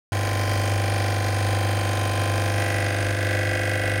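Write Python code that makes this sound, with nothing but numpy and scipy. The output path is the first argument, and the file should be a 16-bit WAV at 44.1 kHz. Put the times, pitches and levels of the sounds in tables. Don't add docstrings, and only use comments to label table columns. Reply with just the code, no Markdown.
import sys
import numpy as np
from scipy import signal
from scipy.fft import rfft, irfft
from scipy.io import wavfile
from scipy.ndimage import uniform_filter1d, map_coordinates

SR = 44100
rng = np.random.default_rng(int(sys.argv[2]) if len(sys.argv) > 2 else 0)


def digitize_waveform(pressure):
    field = np.atleast_2d(pressure).T
    bounded = np.clip(field, -1, 1)
    quanta = np.round(bounded * 32767).astype(np.int16)
    wavfile.write(sys.argv[1], SR, quanta)


N = 176400

HUM_HZ, HUM_WAVER_DB = 99.95, 0.07
BEAT_DB, BEAT_CREST_S = 0.7, 0.78
TURN_HZ, FIRST_TURN_S = 24.689, 0.145
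WANDER_S, STROKE_SCATTER_DB = 0.00003, 0.5
KNOCK_TRIM_DB, CHATTER_TRIM_DB = 0.15, -0.7
LIFT_START_S, LIFT_END_S = 2.1, 3.44

# time in seconds, level in dB before beat and waver.
HUM_LEVELS = [(0.2, -24.5), (0.82, -24), (1.38, -24.5), (1.41, -24), (3.44, -26), (3.9, -26.5),
              (3.95, -25.5)]
# start within the turn, attack and decay, all in seconds.
STROKE_SHAPES = [(.0033, .0021, 0.0059), (0.0228, 0.0027, 0.0078)]
# frequency in Hz, second stroke over first in dB, repeating share of chatter.
STROKE_TIMBRE = [(303, 1.5, 0.13), (607, -14.5, 0.7), (1050, -2, 0.1), (1790, -1.5, 0.6),
                 (3670, -0.5, 0.74), (6700, -6, 0.82), (9430, 6, 0.9), (11500, -1.5, 0), (15000, 0, .15)]
# frequency in Hz, tub and sink levels in dB before trim.
KNOCK_SPECTRUM = [(25, -80, -83), (49.7, -52.5, -49), (75, -58, -63), (135, -47, -47), (207, -58.5, -56),
                  (375, -61, -57), (437, -50.5, -48), (640, -52.5, -62), (770, -40.5, -53),
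                  (860, -54.5, -63.5), (1190, -56.5, -57.5), (1350, -58, -57.5), (1410, -52.5, -51.4),
                  (1620, -54.5, -51.5), (2210, -56.5, -47.5), (2130, -56.5, -56.8), (2400, -53.4, -55.5),
                  (2670, -59, -53.5), (3100, -65, -73), (3250, -54.5, -53), (3300, -76, -68),
                  (4170, -71, -70)]
# harmonic of the turn, tub and sink levels in dB before trim.
RESONANCES = [(7, -47.2, -47.2), (10, -44.2, -48.9), (11, -46.8, -46.9), (12, -46.3, -41.1),
              (13, -44.2, -51.2), (14, -40.9, -38.3), (17, -46.8, -47.7), (20, -41.7, -43.5),
              (21, -42.4, -34.4), (22, -43.0, -53.3), (24, -39.4, -42.1), (25, -52.1, -41.5),
              (27, -45.0, -50.7), (28, -43.9, -40.7), (29, -42.1, -48.3), (31, -44.8, -44.1),
              (32, -39.2, -46.1), (40, -48.2, -57.9), (42, -40.0, -51.0), (48, -55.2, -51.4),
              (56, -51.6, -46.3), (61, -47.8, -47.9), (62, -48.0, -39.3), (64, -43.7, -38.8),
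              (66, -49.8, -38.7), (68, -50.7, -46.6), (69, -47.6, -44.2), (73, -48.6, -51.2),
              (78, -48.6, -42.6), (80, -46.9, -36.6), (82, -57.5, -44.8), (95, -46.1, -58.2),
              (101, -50.7, -44.6), (126, -50.6, -53.1), (130, -51.6, -50.8)]
# frequency in Hz, delay in seconds.
HOUSING_DELAY = [(200, 0.004414), (800, 0.0046), (1100, 0.00312), (1800, 0.003033), (3000, 0.00051)]
# frequency in Hz, gain relative to the strokes.
REFLECTIONS = [(200, 1), (380, 0.66), (520, 0.071), (780, 0.11), (950, 0.86), (1250, 0.99), (1600, 0.11),
               (3000, 0.11)]
# frequency and half width in Hz, time and half length in seconds, gain in dB.
STANDING_WAVES = [(691, 9.4, 2.58, 0.5, 7.5), (758, 22, 2.6, .3, -16), (730, 16, 3.2, 0.26, -25),
                  (775, 14, 3.15, 0.14, -18), (1037, 21, 2.4, 0.31, 2.5), (1000, 39, 2.85, 0.13, -9),
                  (2020, 91, 2.25, 0.26, -6), (1975, 70, 3.05, 0.14, -6), (1975, 54, 3.42, 0.12, 2),
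                  (2100, 900, 2.7, 0.16, 1.5), (790, 25, 2.57, 0.32, 5)]
# frequency in Hz, tub and sink densities in dB per Hz before trim.
CHATTER_SPECTRUM = [(130, -72, -73), (220, -77, -93), (653, -85, -65), (1200, -77, -92), (1940, -71, -85),
                    (2740, -76, -72), (3640, -74.5, -75.5), (4180, -73.8, -78.5), (5120, -70.5, -72.5),
                    (5160, -75, -78), (6330, -78.5, -80), (5970, -67, -73.5), (7330, -83, -85),
                    (8340, -81.5, -82), (9250, -72, -72.5), (9170, -75, -75.5), (10800, -86.5, -87),
                    (15500, -88, -92)]
# start within the turn in seconds, gain relative to a stroke's peak.
VALVE_TICKS = [(0.019, 0.26), (0.0267, 1)]
# frequency in Hz, density in dB per Hz.
RUMBLE_SPECTRUM = [(20, -95), (32, -82), (44, -57.5), (56, -74), (80, -64), (110, -58.5), (150, -85),
                   (200, -76), (400, -110)]


def motor_hum(t):
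    beat_db = BEAT_DB * np.cos(2 * np.pi * (HUM_HZ - 4 * TURN_HZ) * (t - BEAT_CREST_S))
    level_db = np.interp(t, *np.array(HUM_LEVELS).T) + beat_db + HUM_WAVER_DB * walk(9)
    return np.sqrt(2) * undb(level_db) * np.sin(2 * np.pi * HUM_HZ * t)


def housing_knock(turns, size=2048, harmonics=165, sway_at_1khz=0.21):
    hz = np.arange(harmonics) * TURN_HZ
    turn_index = np.arange(np.floor(turns[0]), turns[-1] + 2)[:, None]
    turn_s = FIRST_TURN_S + turn_index / TURN_HZ
    gains = knock_gains(turn_s, hz)
    tub, sink = stroke_phasors(hz, gains[0]), stroke_phasors(hz, gains[-1])
    lag_rad = 2 * np.pi * TURN_HZ * np.cumsum(lookup(hz, HOUSING_DELAY))
    phase_rad = np.angle(tub) + mic_lift(turn_s) * np.angle(sink / tub) - lag_rad
    depth = sway_at_1khz * np.sqrt(hz / 1000)
    spectra = gains * np.exp(1j * phase_rad) * (1 + depth * sway(gains.shape)) / np.hypot(1, depth)
    cycles = irfft(spectra, size) * size / np.sqrt(2)
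    looped = np.hstack([cycles, cycles[:, :1]])
    return map_coordinates(looped, [turns - turn_index[0], turns % 1 * size], order=1, mode="nearest")


def knock_gains(t, hz):
    tub_db, sink_db = lookup(hz, KNOCK_SPECTRUM), lookup(hz, KNOCK_SPECTRUM, column=2)
    for harmonic, *levels_db in RESONANCES:
        tub_db[round(harmonic)], sink_db[round(harmonic)] = levels_db
    room_db = sum(db * np.exp(-((hz - centre_hz) / width_hz) ** 2 - ((t - pass_s) / length_s) ** 2)
                  for centre_hz, width_hz, pass_s, length_s, db in STANDING_WAVES)
    lift = mic_lift(t)
    blend = (1 - lift) * undb(tub_db) + lift * undb(sink_db)
    return blend * undb(room_db + KNOCK_TRIM_DB) * (hz > 0)


def stroke_phasors(hz, gains, size=2048):
    t = np.arange(size) / size / TURN_HZ
    direct, walls = np.exp(2j * np.pi * rng.random((2, len(hz))))
    cycle = irfft(gains * direct, size)
    first, second = (rfft(cycle * burst(t, *shape))[:len(hz)] for shape in STROKE_SHAPES)
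    reflected = lookup(hz, REFLECTIONS) * gains * walls
    return np.exp(1j * np.angle(first + undb(lookup(hz, STROKE_TIMBRE)) * second + reflected))


def sway(shape, length_turns=10):
    noise = rng.standard_normal(shape) + 1j * rng.standard_normal(shape)
    window = np.exp(-((np.arange(41) - 20) / length_turns * 2) ** 2)
    drift = signal.fftconvolve(noise, window[:, None], "same", axes=0)
    return drift / drift.std()


def valve_chatter(turns, lift, room_wash=0.33):
    t, hz = turns / TURN_HZ, bin_hz()
    ticks = sum(gain * burst(t, start_s, attack_s=0.0001, decay_s=0.00026)
                for start_s, gain in VALVE_TICKS)
    second_gain = undb(lookup(hz, STROKE_TIMBRE))
    repeat_share = lookup(hz, STROKE_TIMBRE, column=2)
    spectrum = 0
    for shape, gain, peaks in zip(STROKE_SHAPES, (1, second_gain), (ticks, 0)):
        envelope = np.sqrt((burst(t, *shape) + peaks) ** 2 + room_wash ** 2 / 2)
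        envelope /= np.sqrt(np.mean(envelope ** 2))
        repeating = np.sqrt(repeat_share) * rfft(envelope * rattle(turns))
        fresh = np.sqrt(1 - repeat_share) * rfft(envelope * rng.standard_normal(N))
        spectrum += (repeating + fresh) * gain / np.hypot(1, second_gain)
    white = irfft(spectrum, N)
    tub, sink = (colour(white, lookup(hz, CHATTER_SPECTRUM, c) + CHATTER_TRIM_DB) for c in (1, 2))
    return (1 - lift) * tub + lift * sink


def rattle(turns, memory=0.92, size=1786, count=104):
    cycles = rng.standard_normal((count, size))
    for k in range(1, count):
        cycles[k] = memory * cycles[k - 1] + np.sqrt(1 - memory ** 2) * cycles[k]
    return map_coordinates(cycles.ravel(), [(turns - np.floor(turns[0])) * size], order=3, mode="mirror")


def flare(x, depth_db=0.8, bands=9):
    spectrum, centres_hz = rfft(x), np.geomspace(2500, 12000, bands)
    return sum(irfft(spectrum * np.interp(bin_hz(), centres_hz, band), N) * undb(depth_db * walk(6.19))
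               for band in np.eye(bands))


def tub_rumble():
    return colour(rng.standard_normal(N), lookup(bin_hz(), RUMBLE_SPECTRUM))


def hiss():
    return colour(rng.standard_normal(N), db_per_hz=-97)


def mic_lift(t):
    return np.clip((t - LIFT_START_S) / (LIFT_END_S - LIFT_START_S), 0, 1)


def burst(t, start_s, attack_s, decay_s):
    age_s = (t - start_s) % (1 / TURN_HZ)
    return np.minimum(age_s / attack_s, 1) * np.exp(-np.maximum(age_s - attack_s, 0) / decay_s)


def walk(rate_hz):
    hold = int(SR / rate_hz)
    steps = np.repeat(rng.standard_normal(N // hold + 2), hold)
    smooth = uniform_filter1d(uniform_filter1d(steps, hold), hold)[:N]
    return smooth / smooth.std()


def colour(white, db_per_hz):
    return irfft(rfft(white) * undb(db_per_hz) * np.sqrt(SR / 2), N)


def lookup(hz, table, column=1):
    rows = np.array(table, float)
    return np.interp(np.log(np.maximum(hz, 1)), np.log(rows[:, 0]), rows[:, column])


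def bin_hz():
    return np.arange(N // 2 + 1) * SR / N


def undb(db):
    return 10 ** (np.asarray(db) / 20)


def scene():
    t = np.arange(N) / SR
    turns = (t - FIRST_TURN_S + WANDER_S * walk(2.78)) * TURN_HZ
    strokes = housing_knock(turns) + flare(valve_chatter(turns, mic_lift(t)))
    strokes *= undb(STROKE_SCATTER_DB * walk(40))
    rumble = tub_rumble()
    return (motor_hum(t) + strokes + rumble + hiss())[None]


def record(dry, start_s=0.12, fade_s=0.001, low_hz=36, high_hz=15800):
    gate = np.clip((np.arange(N) / SR - start_s) / fade_s, 0, 1)
    highpass = signal.butter(4, low_hz, "high", fs=SR, output="sos")
    lowpass = signal.ellip(10, 0.1, 80, high_hz, fs=SR, output="sos")
    return signal.sosfilt(lowpass, signal.sosfilt(highpass, dry) * gate)


dry = scene()
out = record(dry)
digitize_waveform(out)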